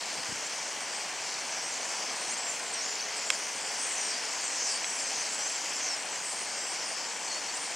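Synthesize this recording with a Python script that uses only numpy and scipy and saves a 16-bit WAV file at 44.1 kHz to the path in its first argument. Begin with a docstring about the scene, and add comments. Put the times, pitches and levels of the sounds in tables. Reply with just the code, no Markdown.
"""Starling flock from a lakeside jetty

A huge flock sweeps past, a little left of the microphone. Thousands of wingbeats merge into a rush of
pushed air and hissing feathers; the nearer birds whistle and trill above a haze of far calls.
Something hard snaps now and then right beside the microphone, a motor hums far across the water,
and a light wind nudges the microphone ports."""
import sys
import numpy as np
from scipy import signal
from scipy.fft import rfft, irfft, next_fast_len
from scipy.io import wavfile
from scipy.ndimage import uniform_filter1d

SR = 44100
rng = np.random.default_rng(int(sys.argv[2]) if len(sys.argv) > 2 else 0)


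def put_to_file(sound):
    """Save the sound as 16-bit audio at rate SR, in the file named by the first command-line argument."""
    columns = np.atleast_2d(sound).T  # one column per channel
    safe = np.clip(columns, -1, 1)
    whole_steps = np.round(safe * 32767)
    wavfile.write(sys.argv[1], SR, whole_steps.astype(np.int16))


N = 341775
TIME = np.arange(N) / SR

# spectrum of the wing strokes: (frequency [Hz], relative level [dB])
STROKE_SPECTRUM = [(24, -63), (40, -31.5), (286, -7.5), (390, -8), (430, -5.5), (757, 0), (975, -0.5),
                   (1280, -4.5), (2250, -1.5), (3200, -5), (3660, -13.5), (4200, -8), (5460, -26),
                   (9240, -120)]
# spectrum of the feather hiss and the sheen above it: (frequency [Hz], relative level [dB])
HISS_SPECTRUM = [(1760, -39), (3000, 1), (3620, -13), (4710, 0.5), (5950, 2.5), (8420, -5.5), (9020, -7.5),
                 (11100, -22), (15700, -32.5)]
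# the rustle rises and falls as knots of birds bank by: (time [s], relative level [dB])
BANKING_RUSTLE = [(0.0, -41.5), (3.69, -41), (3.91, -39.5), (4.62, -41), (5.83, -40.5), (6.35, -42.5),
                  (6.73, -41.5), (7.1, -42.5), (7.75, -41.5)]
# thin high whistles, close by: (time [s], length [s], start pitch [Hz], end pitch [Hz], level [dB])
NEAR_WHISTLES = [(0.804, .05, 8600, 8350, -45), (0.928, 0.068, 8200, 8450, -47),
                 (1.62, 0.097, 8250, 8200, -46), (2.162, 0.19, 8800, 8550, -50),
                 (2.29, 0.042, 8800, 8800, -43), (2.328, 0.23, 8370, 8200, -51),
                 (2.393, 0.13, 7860, 7100, -40.5), (2.516, 0.054, 7370, 7250, -46),
                 (3.322, 0.22, 8600, 8300, -51), (3.76, 0.12, 8960, 8840, -46),
                 (3.792, .17, 8100, 7980, -42), (3.992, 0.12, 8660, 8300, -40.5),
                 (4.13, 0.055, 9400, 9400, -61), (4.704, 0.081, 8260, 8760, -42.5),
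                 (4.827, .19, 7900, 7390, -42), (4.869, .17, 8860, 8600, -51), (5.43, .13, 9000, 9350, -55),
                 (5.892, 0.13, 8530, 8100, -47.5), (6.225, 0.21, 8670, 8050, -43),
                 (6.252, 0.09, 7950, 7400, -43), (6.272, 0.19, 9270, 9560, -48),
                 (6.48, 0.12, 8400, 8200, -47), (6.688, 0.067, 8230, 8200, -45),
                 (6.839, 0.11, 8740, 8730, -44.5), (7.373, .13, 9200, 9400, -58),
                 (7.584, 0.15, 9040, 8570, -47), (7.597, .09, 8450, 8440, -49)]
# quick slurs, scoops and hooks, close by:
# (time [s], length [s], start pitch [Hz], middle pitch [Hz], end pitch [Hz], level [dB])
NEAR_SLURS = [(.44, 0.043, 6600, 7200, 7600, -44), (.705, 0.028, 4400, 5280, 6100, -47),
              (1.802, 0.055, 5900, 6550, 7550, -41.5), (2.288, .06, 5800, 7130, 7600, -38.5),
              (2.366, .035, 6400, 7300, 7950, -39), (2.724, 0.024, 8000, 8260, 8100, -41),
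              (2.735, 0.085, 6100, 5620, 5750, -39.5), (2.811, .055, 5750, 6700, 7200, -39),
              (2.994, .021, 4420, 5200, 6370, -37.5), (3.014, .035, 6350, 5930, 5750, -39.5),
              (3.163, .04, 9000, 7820, 6950, -40), (3.255, 0.052, 7150, 7630, 7240, -43),
              (3.328, 0.027, 6600, 7300, 6460, -38.5), (3.961, 0.17, 6250, 5630, 5500, -40.5),
              (4.101, .075, 5050, 4740, 4660, -42), (4.442, .016, 6650, 5960, 5500, -39),
              (4.711, .063, 4970, 4650, 4560, -43), (5.011, 0.094, 7800, 6300, 5840, -41.5),
              (5.18, 0.053, 6100, 6100, 7100, -38.5), (5.39, 0.094, 5780, 5900, 6400, -39),
              (5.862, 0.09, 6000, 5510, 5250, -37), (6.115, .05, 8000, 7650, 7550, -44),
              (6.153, 0.061, 5400, 5000, 4900, -48), (6.53, 0.046, 7000, 6900, 6700, -45),
              (7.314, 0.037, 4450, 4280, 4900, -43), (7.348, 0.048, 4480, 4420, 4650, -46),
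              (7.485, 0.026, 4400, 4500, 4350, -44), (7.53, 0.021, 7100, 7250, 7300, -42),
              (7.547, 0.035, 7750, 8350, 8750, -41)]
# buzzes and warbles, close by; a positive swing stresses the falling sweeps, a negative one the rising:
# (time [s], length [s], start pitch [Hz], end pitch [Hz], level [dB], trill rate [Hz], swing [Hz])
NEAR_TRILLS = [(.005, .04, 4080, 4760, -46, 91, 463), (0.246, 0.026, 6000, 6640, -45, 110, 600),
               (1.519, .1, 6230, 5540, -42.5, 141, 350), (1.705, 0.095, 7200, 6880, -40.5, 66.5, 480),
               (2.86, .11, 7250, 7020, -41, 65, 260), (3.2, 0.056, 6950, 7100, -46, 33, 150),
               (3.323, .045, 5300, 4680, -42.5, 113, 380), (4.428, 0.15, 8000, 7480, -40.5, 128, 600),
               (4.58, 0.13, 6550, 5750, -37.5, 133.5, -350), (4.657, 0.11, 7500, 7750, -43, 130, 550),
               (4.672, 0.058, 5280, 4800, -39, 134, -300), (4.682, 0.055, 9900, 9600, -49, 136, -330),
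               (5.126, 0.06, 6680, 6430, -40, 45, 380), (5.32, 0.26, 7560, 7430, -41, 34.05, 200),
               (5.737, 0.11, 7660, 6160, -40.5, 111, 262), (5.829, .065, 6550, 5950, -36.5, 111, 340),
               (6.585, .115, 7400, 7700, -43, 60, 170), (6.792, 0.085, 5650, 5200, -43, 110, 360),
               (7.247, 0.044, 5700, 6900, -42, 122, -480), (7.31, 0.055, 5880, 7280, -41, 121, -380),
               (7.275, 0.048, 4600, 4870, -44, 65, -340)]
# snaps beside the microphone: (time [s], peak level [dB], left minus right [dB], upper band edge [Hz])
CLOSE_SNAPS = [(2.096, -25, 0, 11000), (3.3026, -7.5, -4, 13400), (4.8436, -18.5, -6, 6030)]
# resonances of the snapping thing: (frequency [Hz], bandwidth [Hz], relative level [dB])
SNAP_RESONANCES = [(1200, 180, -8.5), (1615, 120, -8), (2135, 175, -2), (2640, 260, 2), (3230, 180, -3.5),
                   (4060, 220, -10.5), (5250, 340, 1), (5570, 350, -3), (6700, 450, -21), (7380, 450, 0),
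                   (7640, 440, -17), (9500, 700, -11)]
# a motor far across the water: (time [s], pitch [Hz], level [dB])
MOTOR_HUM = [(2.5, 432, -80), (2.9, 424.4, -55), (3.8, 434, -54.5), (4.6, 440, -66), (5.3, 442.6, -56.5),
             (6.0, 443, -79)]
# wind puffs on the left microphone port: (time [s], half length [s], peak before filtering [dB])
WIND_PUFFS = [(0.183, 0.018, -37), (0.294, 0.005, -36), (0.324, 0.0055, -30), (0.367, 0.015, -44)]
# the microphone housing ripples the presence range: (frequency [Hz], gain [dB])
HOUSING_RESPONSE = [(2700, -1), (3200, -0.4), (3550, 2.5), (4020, 1), (4350, 3.5), (4800, 0)]


def wings(near, pan_db, air_db=-42.5, rustle_db=-40, hiss_db=-40.5, pass_db=3, ebb_db_per_s=0.16):
    """Each downstroke pushes a puff of air, the feathers rustle, and air hisses through the tips."""
    air = band(colour(wide_noise(side_db=-17.5), STROKE_SPECTRUM), 81, 1286)
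    air *= flapping(stroke_s=0.0047, spread_db=-2.0, count=700)
    skim_db = 2.5 * nearness(at_s=2.11, width_s=0.18)  # a low group skims the reeds close by
    air = unit(air) * undb(air_db + skim_db)
    rustle = band(colour(wide_noise(side_db=-16), STROKE_SPECTRUM), 1342, 3840)
    rustle *= flapping(stroke_s=0.0016, spread_db=0.0, count=1400)
    banking_db = np.interp(TIME, *np.transpose(BANKING_RUSTLE))
    rustle = unit(rustle) * undb(rustle_db + banking_db - banking_db.mean())
    ebb_db = -ebb_db_per_s * (TIME - TIME.mean())  # the hiss ebbs as the birds climb
    hiss = unit(feather_hiss(pan_db)) * undb(hiss_db + pass_db * near + ebb_db)
    return (air + rustle) * pan(.17 * pan_db) + hiss


def feather_hiss(pan_db, low_ebb_db_per_s=0.26):
    """Hiss of air through feather tips, with a faint high sheen above it."""
    edges_hz = [3600, 4500, 5500, 6800, 8400]
    size = next_fast_len(N)
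    hz = np.fft.rfftfreq(size, 1 / SR)
    spectrum = rfft(colour(wide_noise(side_db=-17.0), HISS_SPECTRUM), size)
    ranges = []
    for lo_hz, hi_hz in zip(edges_hz, edges_hz[1:]):
        inside = (hz >= lo_hz) & (hz < hi_hz)
        ranges.append(irfft(spectrum * inside, size)[:, :N] * swell(depth_db=2.26, rate_hz=9))
    hiss = ranges[0] * undb(-low_ebb_db_per_s * (TIME - TIME.mean())) + sum(ranges[1:])
    sheen = band(colour(wide_noise(side_db=-36), HISS_SPECTRUM), edges_hz[-1], 18000, order=10)
    sheen *= swell(depth_db=1.2, rate_hz=12)
    return (hiss * pan(pan_db) + sheen) * flapping(stroke_s=0.00052, spread_db=3.0, count=2800)


def flapping(stroke_s, spread_db, count, beat_hz=12, near_s=1.0):
    """Flutter of many wings: each bird beats at its own rate, loudest when nearest the microphone."""
    pace, strength = np.hsplit(rng.standard_normal((count, 2)), 2)
    nearest_s = rng.uniform(-1, TIME[-1] + 1, (count, 1))
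    beats = np.arange(-12, 13) + 0.0845 * rng.standard_normal((count, 25))
    offset_s = beats / (beat_hz * np.exp(.12 * pace))
    power = undb(spread_db * np.clip(strength, -2, 2)) ** 2 / (1 + (offset_s / near_s) ** 2) ** 2
    onsets = ((nearest_s + offset_s) * SR).astype(int)
    inside = (onsets >= 0) & (onsets < N)
    strokes = np.bincount(onsets[inside], power[inside], N)
    age = TIME[:SR // 10] / stroke_s
    total = np.abs(signal.fftconvolve(strokes, age * np.exp(-age))[:N])
    # the strokes add in power; only their quick flutter is kept
    return np.sqrt(total / uniform_filter1d(total, SR // 4))


def swell(depth_db, rate_hz):
    """Slow random rise and fall in loudness."""
    knots = np.arange(0, TIME[-1] + 1, 1 / rate_hz)
    drift = np.interp(TIME, knots, rng.standard_normal(len(knots)))
    return undb(depth_db * uniform_filter1d(drift, SR // 10))


def nearness(at_s, width_s):
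    """Inverse square law for a straight fly-by: 1 at the nearest point, half at width_s either side."""
    return 1 / (1 + ((TIME - at_s) / width_s) ** 2)


def near_calls():
    """Whistles, slurs and buzzy trills of the birds closest to the jetty."""
    track = np.zeros(N)
    for s, length_s, start_hz, end_hz, db in NEAR_WHISTLES:
        add(track, s, undb(db) * whistle(length_s, start_hz, end_hz))
    for s, length_s, start_hz, middle_hz, end_hz, db in NEAR_SLURS:
        add(track, s, undb(db) * slur(length_s, start_hz, middle_hz, end_hz))
    for s, length_s, start_hz, end_hz, db, rate_hz, swing_hz in NEAR_TRILLS:
        add(track, s, undb(db) * trill(length_s, start_hz, end_hz, rate_hz, swing_hz))
    return track


def whistle(length_s, start_hz, end_hz, scoop_hz=450, scoop_s=0.0091, arch_hz=79.8):
    """A thin, slightly rough note that scoops up to its pitch and arches over."""
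    way = progress(length_s)
    glide = start_hz + (end_hz - start_hz) * way
    arch = arch_hz * np.sin(np.pi * way)
    scoop = scoop_hz * np.exp(-way * length_s / scoop_s)
    return call(glide + arch - scoop, swing_hz=45, trill_hz=109.3, waver_hz=37.2, flutter_db=1.5)


def slur(length_s, start_hz, middle_hz, end_hz, husk=.11):
    """A note that bends through three pitches; the further it climbs, the huskier it gets."""
    line_hz = pitch_curve(length_s, [start_hz, middle_hz, end_hz])
    swing_hz = 60 + husk * max(end_hz - start_hz, 0)
    return call(line_hz, swing_hz, trill_hz=135, waver_hz=45, flutter_db=1.0)


def trill(length_s, start_hz, end_hz, rate_hz, swing_hz):
    """A buzz on a sliding pitch."""
    return call(start_hz + (end_hz - start_hz) * progress(length_s), swing_hz, rate_hz)


def call(line_hz, swing_hz, trill_hz, waver_hz=55, flutter_db=2.5, edge_s=0.0067,
         uneven=0.184, hoarse=0.35):
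    """One thin note: an uneven trill swings it about its pitch line, and pitch and loudness waver."""
    t = TIME[:len(line_hz)]
    knots = np.arange(0, 1, 1 / 250)
    chance = rng.standard_normal((5, len(knots)))
    waver, flutter, hurry = (np.interp(t, knots, row) for row in chance[:3])
    # slower changes, as the flying bird turns and beats its wings
    bend, turn = (np.interp(t, 8 * knots, row) for row in chance[3:])
    trill_phase = 2 * np.pi * np.cumsum(trill_hz * (1 + uneven * hurry)) / SR
    stray_hz = (waver_hz + hoarse * abs(swing_hz)) * waver + waver_hz * bend
    hz = line_hz + swing_hz * np.sin(trill_phase) + stray_hz
    tone = np.sin(2 * np.pi * np.cumsum(hz) / SR)
    # a deep trill breaks into pulses, one for each sweep
    pulse = 1 - np.clip(abs(swing_hz) / 650, 0, 1) * np.cos(trill_phase)
    fade = np.sin(np.pi / 2 * np.clip(np.minimum(t, t[-1] - t) / edge_s, 0, 1))
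    return unit(fade * pulse * undb(flutter_db * (flutter + 0.5 * turn)) * tone)


def far_calls(count, pitch_hz, spread, max_swing_hz, base_db):
    """Further out, the rest of the flock calls at random, too faint to be told apart."""
    track = np.zeros(N)
    for when, length, pitch, bend, slope, depth, rate in rng.random((count, 7)):
        hz = pitch_hz * np.exp(spread * (pitch - .5))
        pitches_hz = hz * np.exp(.3 * spread * np.array([slope - .5, bend - .5, .5 - slope]))
        line_hz = pitch_curve(.05 + 0.15 * length, pitches_hz)
        note = call(line_hz, max_swing_hz * depth, trill_hz=40 + 100 * rate)
        add(track, when * TIME[-1], undb(base_db) * note)
    return track


def scatter(x, scatter_db, count=14, reach_s=.025):
    """Early echoes off water and hulls blur each note and make it come and go."""
    lags = (rng.random(count) * reach_s * SR).astype(int)
    gains = rng.standard_normal(count)
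    echoes = sum(gain * np.pad(x, (lag, 0))[:N] for lag, gain in zip(lags, gains))
    return (x + undb(scatter_db) * echoes / np.linalg.norm(gains)) / np.hypot(1, undb(scatter_db))


def shore(x, t60_s=0.23, wet_db=-12):
    """Reeds, boats and water around the jetty scatter a faint stereo tail."""
    t = TIME[:SR]
    tail = rng.standard_normal((2, len(t))) * np.exp(-np.log(1000) * t / t60_s)
    tail /= np.sqrt(np.sum(tail ** 2, axis=1, keepdims=True))
    return x + undb(wet_db) * signal.fftconvolve(x[None], tail.mean(axis=0) + tail / 2, axes=1)[:, :N]


def snaps(crack_s=0.0012, crack_db=-14, rise_s=0.00045, drive=1.7,
          echo_s=0.00205, echo_db=-11, late_db=-14):
    """Hard little contacts ring briefly beside the microphone; a close surface echoes each twice."""
    t = TIME[:SR // 20]
    # neighbouring modes swing in opposite directions
    ring = sum((-1) ** k * undb(db) * np.exp(-np.pi * width_hz * t) * np.sin(2 * np.pi * hz * t)
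               for k, (hz, width_hz, db) in enumerate(SNAP_RESONANCES))
    ring *= 1 - np.exp(-t / rise_s)
    out = 0
    for s, db, pan_db, bright_hz in CLOSE_SNAPS:
        crack = rng.standard_normal(len(t)) * np.exp(-t / crack_s)
        hit = ring / np.abs(ring).max() + undb(crack_db) * band(crack, 1300, 8500, order=2)
        hit = band(np.tanh(drive * hit), 600, bright_hz, order=3)  # rounded peaks
        hit /= np.abs(hit).max()
        track = np.zeros(N)
        add(track, s, hit)
        add(track, s + echo_s, undb(echo_db) * hit)
        add(track, s + 2 * echo_s, undb(late_db) * band(hit, 900, 3200, order=2))  # duller second echo
        out = out + track * undb(db) * pan(pan_db)
    return out


def motor(waver_hz=5.1, octave_db=-4):
    """Far across the water, a faint hum and its octave dip, then creep up in pitch."""
    s, hz, db = np.transpose(MOTOR_HUM)
    waver = unit(band(rng.standard_normal(N), 0.94, 6.9, order=1))
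    phase = 2 * np.pi * np.cumsum(np.interp(TIME, s, hz) + waver_hz * waver) / SR
    return unit(np.sin(phase) + undb(octave_db) * np.sin(2 * phase)) * undb(np.interp(TIME, s, db))


def wind(rumble_db=-72, puff_pan_db=22):
    """Low rumble, unrelated at the two microphone ports, and a few puffs that catch the left one."""
    rumble = unit(band(rng.standard_normal((2, N)), 47, 480, order=2)) * undb(rumble_db) * pan(0.83)
    eddies = band(rng.standard_normal(N), 92, 290)
    puffs = np.zeros(N)
    for s, half_s, db in WIND_PUFFS:
        puff = eddies * np.exp(-((TIME - s) / half_s) ** 2 / 2)
        puffs += undb(db) * puff / np.abs(puff).max()
    return rumble + band(puffs, 65, 600, order=2) * undb([[0], [-puff_pan_db]])


def progress(length_s):
    """Runs from 0 to 1 over one note of at least 20 ms."""
    return np.linspace(0, 1, int(max(length_s, .02) * SR))


def pitch_curve(length_s, pitches_hz):
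    """A parabola through a note's start, middle and end pitches."""
    return np.polyval(np.polyfit([0, .5, 1], pitches_hz, 2), progress(length_s))


def wide_noise(side_db):
    """Stereo white noise: mostly shared by both channels, a little opposed."""
    mid, side = rng.standard_normal((2, N))
    return mid + undb(side_db) * side * np.array([[1], [-1]])


def colour(x, points):
    """Filter by a curve of (frequency [Hz], gain [dB]) points."""
    hz, db = np.transpose(points)
    size = next_fast_len(N)
    bins = np.maximum(np.fft.rfftfreq(size, 1 / SR), 1)
    gain = undb(np.interp(np.log(bins), np.log(hz), db))
    return irfft(rfft(x, size) * gain, size)[..., :N]


def band(x, lo_hz, hi_hz, order=4):
    """Band-pass between two edges."""
    return signal.sosfilt(signal.butter(order, [lo_hz, hi_hz], "band", fs=SR, output="sos"), x)


def pan(db):
    """Channel gains for a left minus right level difference."""
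    return undb(np.array([[.5], [-.5]]) * db)


def undb(db):
    """Decibels to gain."""
    return 10 ** (np.asarray(db) / 20)


def unit(x):
    """Scale to rms 1."""
    return x / np.sqrt(np.mean(x ** 2))


def add(track, s, sound):
    """Mix a sound into a track at a time."""
    start = int(np.clip(s * SR, 0, N))
    track[start:start + len(sound)] += sound[:N - start]


def scene(chorus_pass_db=6.5):
    """From the jetty: hiss and far calls swell as the flock passes, over snaps, motor and wind."""
    near = nearness(at_s=4.6, width_s=2.05)
    pan_db = 1.9 + 0.2 * TIME  # the flock starts a little left and drifts further that way
    rush = wings(near, pan_db)
    far_trills = far_calls(count=260, pitch_hz=6035, spread=.42, max_swing_hz=342, base_db=-55.5)
    far_whistles = far_calls(count=200, pitch_hz=8110, spread=.26, max_swing_hz=60, base_db=-59)
    halfway_chatter = far_calls(count=45, pitch_hz=7310, spread=.33, max_swing_hz=223, base_db=-53.0)
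    chorus = (far_trills + far_whistles + halfway_chatter) * undb(chorus_pass_db * near)
    calls = scatter(near_calls(), scatter_db=-17) + scatter(chorus, scatter_db=-4.5)
    voices = shore(calls) * pan(0.2 * pan_db)
    return rush + voices + snaps() + motor() + wind()


def record(dry):
    """The microphone housing colours the sound, and a steep low-pass cuts the top."""
    top_hz = 15800
    low_pass = signal.ellip(10, .2, 70, top_hz, fs=SR, output="sos")
    return signal.sosfilt(low_pass, colour(dry, HOUSING_RESPONSE))


dry = scene()
out = record(dry)
put_to_file(out)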